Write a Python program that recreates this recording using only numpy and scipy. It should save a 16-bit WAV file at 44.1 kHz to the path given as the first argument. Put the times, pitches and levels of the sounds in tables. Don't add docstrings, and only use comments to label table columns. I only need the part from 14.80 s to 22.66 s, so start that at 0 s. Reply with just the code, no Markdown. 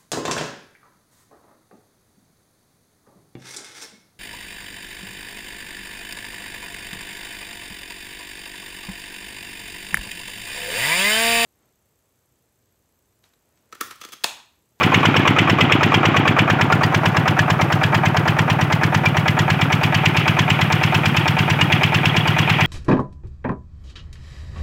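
import sys
import numpy as np
from scipy import signal
from scipy.fft import rfft, irfft, next_fast_len
from scipy.io import wavfile
from scipy.ndimage import uniform_filter1d

SR = 44100
rng = np.random.default_rng(int(sys.argv[2]) if len(sys.argv) > 2 else 0)


def digitize_waveform(pressure):
    field = np.atleast_2d(pressure).T
    bounded = np.clip(field, -1, 1)
    quanta = np.round(bounded * 32767).astype(np.int16)
    wavfile.write(sys.argv[1], SR, quanta)


N = 346626
TIME = np.arange(N) / SR


# (time [s], speed [rpm])
CRANK_SPEED = [(0.0, 1081.4), (0.5, 1082.5), (1.0, 1077.2), (1.5, 1074.8), (2.0, 1079.2), (2.6, 1077.3),
               (3.2, 1085.5), (3.8, 1075.0), (4.4, 1081.7), (5.5, 1079.8), (6.7, 1081.5), (7.86, 1086.2)]
def firings(first_s=.0095):
    rpm, = curves(CRANK_SPEED)
    cycles = np.cumsum(rpm) / (120 * SR)
    s = first_s + np.interp(np.arange(int(cycles[-1]) + 1), cycles, TIME)
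    return np.r_[2 * s[0] - s[1], s]


# (time after firing [ms], pitch [Hz], swell [ms], level [dB])
PIPE_SURGES = [(21.9, 103, 4.2, -20.5), (35.83, 135.4, 5.3, -5), (54.77, 134, 6.15, -11.5),
               (84.57, 142.8, 9.2, -12)]
def thumps(fire):
    return pipe_rings(fire, PIPE_SURGES, spread_db=0.24, jitter_ms=0.062)


# (time after firing [ms], pitch [Hz], swell [ms], level [dB])
INTAKE_GULPS = [(17.27, 440, 1.7, -10), (55.2, 227, 2.47, -2), (85.7, 275, 3.3, -9.5)]
def air_cleaner(fire, closeness):
    return closeness * pipe_rings(fire, INTAKE_GULPS, spread_db=0.2, jitter_ms=0.031)


# (pitch [Hz], level [dB], time to fall 60 dB [s])
BLOCK_MODES = [(364, -5.5, 0.1), (607, -8, 0.093), (748.7, 3, 0.087), (833, -1, 0.043), (897, 1, 0.11),
               (1024, -5, 0.092), (1060, -9, 0.019), (1255, -0.5, 0.059), (1384, -9, 0.076),
               (1664, -8, 0.22), (1970, -4, 0.066), (1975, -13, 0.083), (2324, 0.5, 0.05)]
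# (time after firing [ms], level [dB])
BLOCK_BLOWS = [(.8, -2), (7.4, 0), (13.6, -6.5)]
# (frequency [Hz], level [dB])
KNOCK_SPECTRUM = [(200, -22), (500, -3), (760, 2.5), (1200, -1), (1700, -2.5), (2450, -6.5), (3300, -29),
                  (4100, -40), (6500, -30), (8200, -54), (15500, -43)]
JET_SPECTRUM = [(1500, -3), (4000, 10), (7500, -1.5), (8400, -3), (11000, -4), (13500, -0.5), (16000, -4)]
def knock(fire, closeness):
    t = np.arange(SR // 10) / SR
    ring = sum((-1) ** k * amp(db) * np.exp(-np.log(1000) * t / t60) * np.sin(2 * np.pi * hz * t)
               for k, (hz, db, t60) in enumerate(BLOCK_MODES))
    blows = sum(amp(db) * repeat(ring, after(fire, ms), spread_db=2.5, jitter_ms=0.04)
                for ms, db in BLOCK_BLOWS)
    blows = (1 - 0.5 * closeness) * unit_rms(blows)
    casting = metal_burst(KNOCK_SPECTRUM, rise_s=0.00042, decay_s=0.025)
    bursts = repeat(casting, after(fire, -0.29), spread_db=0.9, jitter_ms=0.026)
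    burn = noise(KNOCK_SPECTRUM) * puff(fire, -1.74, rise_ms=0.55, decay_ms=22.4)
    injector = noise(JET_SPECTRUM) * puff(fire, -1.2, rise_ms=1.3, decay_ms=4.8, spread_db=2.5)
    return amp(-24.5) * blows + amp(-21.5) * bursts + amp(-23) * burn + amp(-49) * injector


def clank(fire, pitch_hz=1175, stray=0.087):
    out = np.zeros(N)
    for ms, ratio, db in [(-1.4, 1.012, -10.5), (6.5, 1.073, -18.0), (11, 0.934, -15.5)]:
        hz = ratio * pitch_hz * np.exp(stray * rng.standard_normal(len(fire)))
        out += rings([(s, f, db) for s, f in zip(after(fire, ms), hz)], swell_ms=2.46)
    return out


def covers(fire, bright_db):
    spectrum = [(900, -1), (1400, -22), (1900, -4), (2400, 5), (2650, 1), (4000, -18)]
    sheet = metal_burst(spectrum, rise_s=0.00043, decay_s=0.02)
    return amp(-25 + bright_db) * repeat(sheet, after(fire, 0.25), spread_db=0.5, jitter_ms=0.016)


# (frequency [Hz], level [dB])
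CRACK_SPECTRUM = [(2000, -3), (3300, 3.5), (4200, 1), (5100, 2), (6400, -1.5), (7700, -6), (8200, -18.5),
                  (12000, -54)]
BARK_SPECTRUM = [(150, -12), (330, -4.5), (550, -6), (900, 4), (1300, 3), (1800, 6), (2200, -12),
                 (2800, -31), (4000, -50)]
RASP_SPECTRUM = [(1200, -33), (2000, 0), (2400, 3.5), (3000, 1), (3350, -1.5), (3800, -14), (4600, -32),
                 (8000, -27)]
def blowdown(fire, walk):
    crack = noise(CRACK_SPECTRUM) * puff(fire, 22.1, rise_ms=4.7, decay_ms=3.94, spread_db=1.5)
    bark = noise(BARK_SPECTRUM) * puff(fire, 19.7, rise_ms=2.13, decay_ms=5.6, spread_db=1.5)
    rasp = noise(RASP_SPECTRUM) * puff(fire, 21.25, rise_ms=3.3, decay_ms=11.8, spread_db=1.5)
    return (amp(mic_db(walk, far=-24.5, close=-1, facing=1)) * crack
            + amp(mic_db(walk, far=-14, close=4, facing=-3)) * bark
            + amp(mic_db(walk, far=-20, close=1.5, facing=6)) * rasp)


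def exhaust_jet(fire, treble_db):
    spit = amp(-33) * puff(fire, 18, rise_ms=3.2, decay_ms=4.1)
    stroke = amp(-41.5) * puff(fire, 22.7, rise_ms=9.2, decay_ms=24)
    last_push = amp(-42.5) * puff(fire, 46.7, rise_ms=7, decay_ms=3.9)
    return amp(0.32 * treble_db) * noise(JET_SPECTRUM) * (spit + stroke + last_push)


# (time [s], pitch [Hz], level [dB])
HARD_BANGS = [(.807, 2560, -12), (1.141, 3250, -13.5), (1.922, 1400, -9), (2.033, 4800, -23.5),
              (2.59, 1710, -12), (4.259, 2360, -9), (6.811, 2860, -12)]
def pipe_mouth(fire, walk, pitch_hz=1875, edge_hz=5400):
    stray, size, edge_stray, edge_size = rng.standard_normal((len(fire), 4)).T
    closeness, facing = (np.interp(fire, TIME, control) for control in walk)
    octaves = -0.42 * closeness + .58 * facing + 0.127 * stray
    ring = rings(zip(after(fire, 22), pitch_hz * 2 ** octaves, -19 + 1.5 * size), swell_ms=5.05)
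    shrill_hz = edge_hz * np.exp(0.131 * edge_stray)
    edge = rings(zip(after(fire, 20.5), shrill_hz, -27 + 1.75 * edge_size), swell_ms=2.56)
    return ring + edge + rings(HARD_BANGS, swell_ms=5)


# (frequency [Hz], level [dB])
DULL_RATTLE = [(20, -22), (50, -11), (110, -0.5), (200, 9), (320, 6.5), (450, 1), (560, -2), (760, 5),
               (1000, 0), (1400, 0.5), (1900, -7), (2600, -12), (4000, -26.5)]
BRIGHT_RATTLE = [(1000, -37), (1900, 5.5), (2400, 6), (2850, 6), (3100, 3), (3330, 2), (3700, -7),
                 (4200, -14), (5500, -22), (7500, -32), (9000, -45)]
def clatter(fire, dull_db, bright_db):
    valve_overlap = puff(fire, 53, rise_ms=10, decay_ms=11, spread_db=1)
    exhaust_stroke = puff(fire, 28, rise_ms=6, decay_ms=28, spread_db=1)
    busy = 0.98 + 0.71 * valve_overlap + 0.079 * exhaust_stroke
    dull = amp(-27) * noise(DULL_RATTLE)
    dull += amp(-31) * gear_teeth(DULL_RATTLE, fire, spread_db=1, jitter_ms=0.04)
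    bright = amp(-39.5) * noise(BRIGHT_RATTLE, grains_per_s=1500)
    bright += amp(-37) * gear_teeth(BRIGHT_RATTLE, fire, spread_db=2, jitter_ms=0.09)
    return busy * (amp(dull_db) * dull + amp(bright_db) * bright)


def gear_teeth(spectrum, fire, spread_db, jitter_ms):
    length = round(1.1 * np.mean(np.diff(fire)) * SR)
    cycle = colour(rng.standard_normal(length), spectrum) * signal.windows.tukey(length, .2)
    return unit_rms(repeat(cycle, fire, spread_db, jitter_ms))


# (time [s], level [dB])
TINK_LEVEL = [(0, -34), (1.5, -30), (2.2, -43), (5, -40), (6, -27), (7.86, -19)]
def tappets(fire, bright_db):
    ticks = np.concatenate([after(fire, ms) for ms in (38, 48.9, 56.1, 64.2, 91.3)])
    late, stray, size = rng.standard_normal((len(ticks), 3)).T
    tick_hz = np.clip(1700 * np.exp(0.286 * stray), 800, 3000)
    rattle = rings(zip(after(ticks, 0.92 * late), tick_hz, -27 + 2.5 * size), swell_ms=2.45)
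    detune, tink_size = rng.standard_normal((len(fire), 2)).T
    tink_db = np.interp(fire, *np.transpose(TINK_LEVEL)) + 1.7 * tink_size
    tink = rings(zip(after(fire, 63.4), 3290 * np.exp(0.0097 * detune), tink_db), swell_ms=3.3)
    return amp(.5 * bright_db) * rattle + tink


def ground_echo(x, facing, centre_hz=596, width_hz=220, depth=0.34):
    band = signal.lfilter(*signal.iirpeak(centre_hz, centre_hz / width_hz, fs=SR), x)
    return x - depth * facing * band


# (frequency [Hz], level [dB])
SPLASH_SPECTRUM = [(100, -28), (400, 18.5), (900, 2), (1600, -12), (3000, -9), (4500, -6), (7500, -13.5),
                   (9000, -37), (16000, -35)]
def water(walk):
    churn_db = 2.8 * unit_rms(uniform_filter1d(rng.standard_normal(N), SR // 25))
    level_db = mic_db(walk, far=-48, close=15, facing=-5)
    return amp(level_db + churn_db) * noise(SPLASH_SPECTRUM, grains_per_s=1700)


# (frequency [Hz], level [dB])
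HISS_SPECTRUM = [(3000, 3), (5000, 3.5), (7500, -4), (8500, -2.5), (10500, -3), (13000, -0.5), (16000, -5)]
def fine_hiss(treble_db):
    return amp(treble_db - 51) * noise(HISS_SPECTRUM, grains_per_s=9000)


def amp(db):
    return 10 ** (np.asarray(db) / 20)


def unit_rms(x):
    return x / np.sqrt(np.mean(x ** 2) + 1e-20)


def curves(rows):
    s, *columns = np.transpose(rows)
    return [np.interp(TIME, s, c) for c in columns]


def colour(x, spectrum):
    hz, db = np.transpose(spectrum)
    f = np.fft.rfftfreq(len(x), 1 / SR)
    gain = amp(np.interp(np.log(f + 1), np.log(hz), db, right=db[-1] - 34))
    return unit_rms(irfft(rfft(x) * gain, len(x)))


def noise(spectrum, grains_per_s=None):
    x = rng.standard_normal(next_fast_len(N, True))
    if grains_per_s:
        x = x * (rng.random(len(x)) < grains_per_s / SR)
    return colour(x, spectrum)[:N]


def after(times, ms):
    return times + ms / 1000


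def repeat(shape, starts, spread_db, jitter_ms):
    size, late = rng.standard_normal((len(starts), 2)).T
    at = np.round(after(starts, late * jitter_ms) * SR).astype(int) + SR
    train = np.zeros(N + 2 * SR)
    train[at] = amp(spread_db * size)
    return signal.oaconvolve(train, shape)[SR:SR + N]


def puff(fire, delay_ms, rise_ms, decay_ms, spread_db=.9):
    ms = np.arange(SR // 6) * 1000 / SR
    shape = (1 - np.exp(-(ms / rise_ms) ** 2)) * np.exp(-ms / decay_ms)
    return repeat(shape / shape.max(), after(fire, delay_ms), spread_db, jitter_ms=0.49)


def metal_burst(spectrum, rise_s, decay_s):
    t = np.arange(SR // 12) / SR
    envelope = (1 - np.exp(-t / rise_s)) * np.exp(-t / decay_s)
    return envelope * colour(rng.standard_normal(len(t)), spectrum)


def pipe_rings(fire, surges, spread_db, jitter_ms):
    t = np.arange(SR // 8) / SR
    out = np.zeros(N)
    for delay_ms, hz, swell_ms, db in surges:
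        age = t * 1000 / swell_ms
        ring = (age * np.exp(1 - age)) ** 2 * np.sin(2 * np.pi * hz * t)
        out += amp(db) * repeat(ring, after(fire, delay_ms), spread_db, jitter_ms)
    return out


def rings(rows, swell_ms):
    t = np.arange(SR // 10) / SR
    age = t * 1000 / swell_ms
    swell = age * np.exp(1 - age)
    out = np.zeros(N + 2 * SR)
    for s, hz, db in rows:
        out[round((s + 1) * SR):][:len(t)] += amp(db) * swell * np.sin(2 * np.pi * hz * t)
    return out[SR:SR + N]


def mic_db(walk, far, close, facing):
    closeness, turned = walk
    return far + close * closeness + facing * turned


# (time [s], closeness to the air cleaner [0-1], facing the engine [0-1])
MIC_WALK = [(0, 0.98, 0.98), (.6, 0.95, 0.94), (1.4, 0.94, 0.77), (2.1, 0.52, 0.09), (3.2, 0.26, 0.07),
            (4.4, 0.02, 0.33), (5.4, 0.02, 0.81), (7, 0.01, 0.88), (7.86, 0.13, 1)]
# (time [s], level [dB])
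TREBLE_LEVEL = [(0, 3.5), (.6, -6), (1.55, -8), (2.1, 0), (4, 1), (6.3, 6), (7.86, 4.5)]
def scene():
    fire = firings()
    walk = np.clip(curves(MIC_WALK), 0, 1)
    closeness, facing = walk
    treble_db, = curves(TREBLE_LEVEL)
    knock_db = mic_db(walk, far=-1, close=3, facing=-1.5)
    dull_db = mic_db(walk, far=-.5, close=4, facing=0.2)
    bright_db = mic_db(walk, far=-6.5, close=1, facing=13)
    pipes = amp(mic_db(walk, far=0.04, close=-1.5, facing=-0.7)) * thumps(fire)
    gulps = amp(mic_db(walk, far=-4, close=1.5, facing=2)) * air_cleaner(fire, closeness)
    exhaust = blowdown(fire, walk) + exhaust_jet(fire, treble_db) + pipe_mouth(fire, walk)
    combustion = amp(knock_db) * (knock(fire, closeness) + closeness * clank(fire))
    combustion += covers(fire, bright_db)
    gear = clatter(fire, dull_db, bright_db) + tappets(fire, bright_db)
    engine = pipes + gulps + ground_echo(exhaust + combustion + gear, facing)
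    return (engine + water(walk) + fine_hiss(treble_db))[None]


def record(dry):
    knee, headroom, top_hz = .6, .28, 15850
    hz = np.fft.rfftfreq(N, 1 / SR)
    low_cut_db = np.interp(hz, [25, 45, 62, 81, 89], [-21, -17, -14, -2, 0])
    thin = irfft(rfft(dry) * amp(low_cut_db), N)
    below_knee = np.clip(thin, -knee, knee)
    rounded = below_knee + headroom * np.tanh((thin - below_knee) / headroom)
    low_pass = signal.firwin(1501, top_hz, window=("kaiser", 9), fs=SR)
    return signal.oaconvolve(rounded, low_pass[None], "same")


dry = scene()
out = record(dry)
digitize_waveform(out)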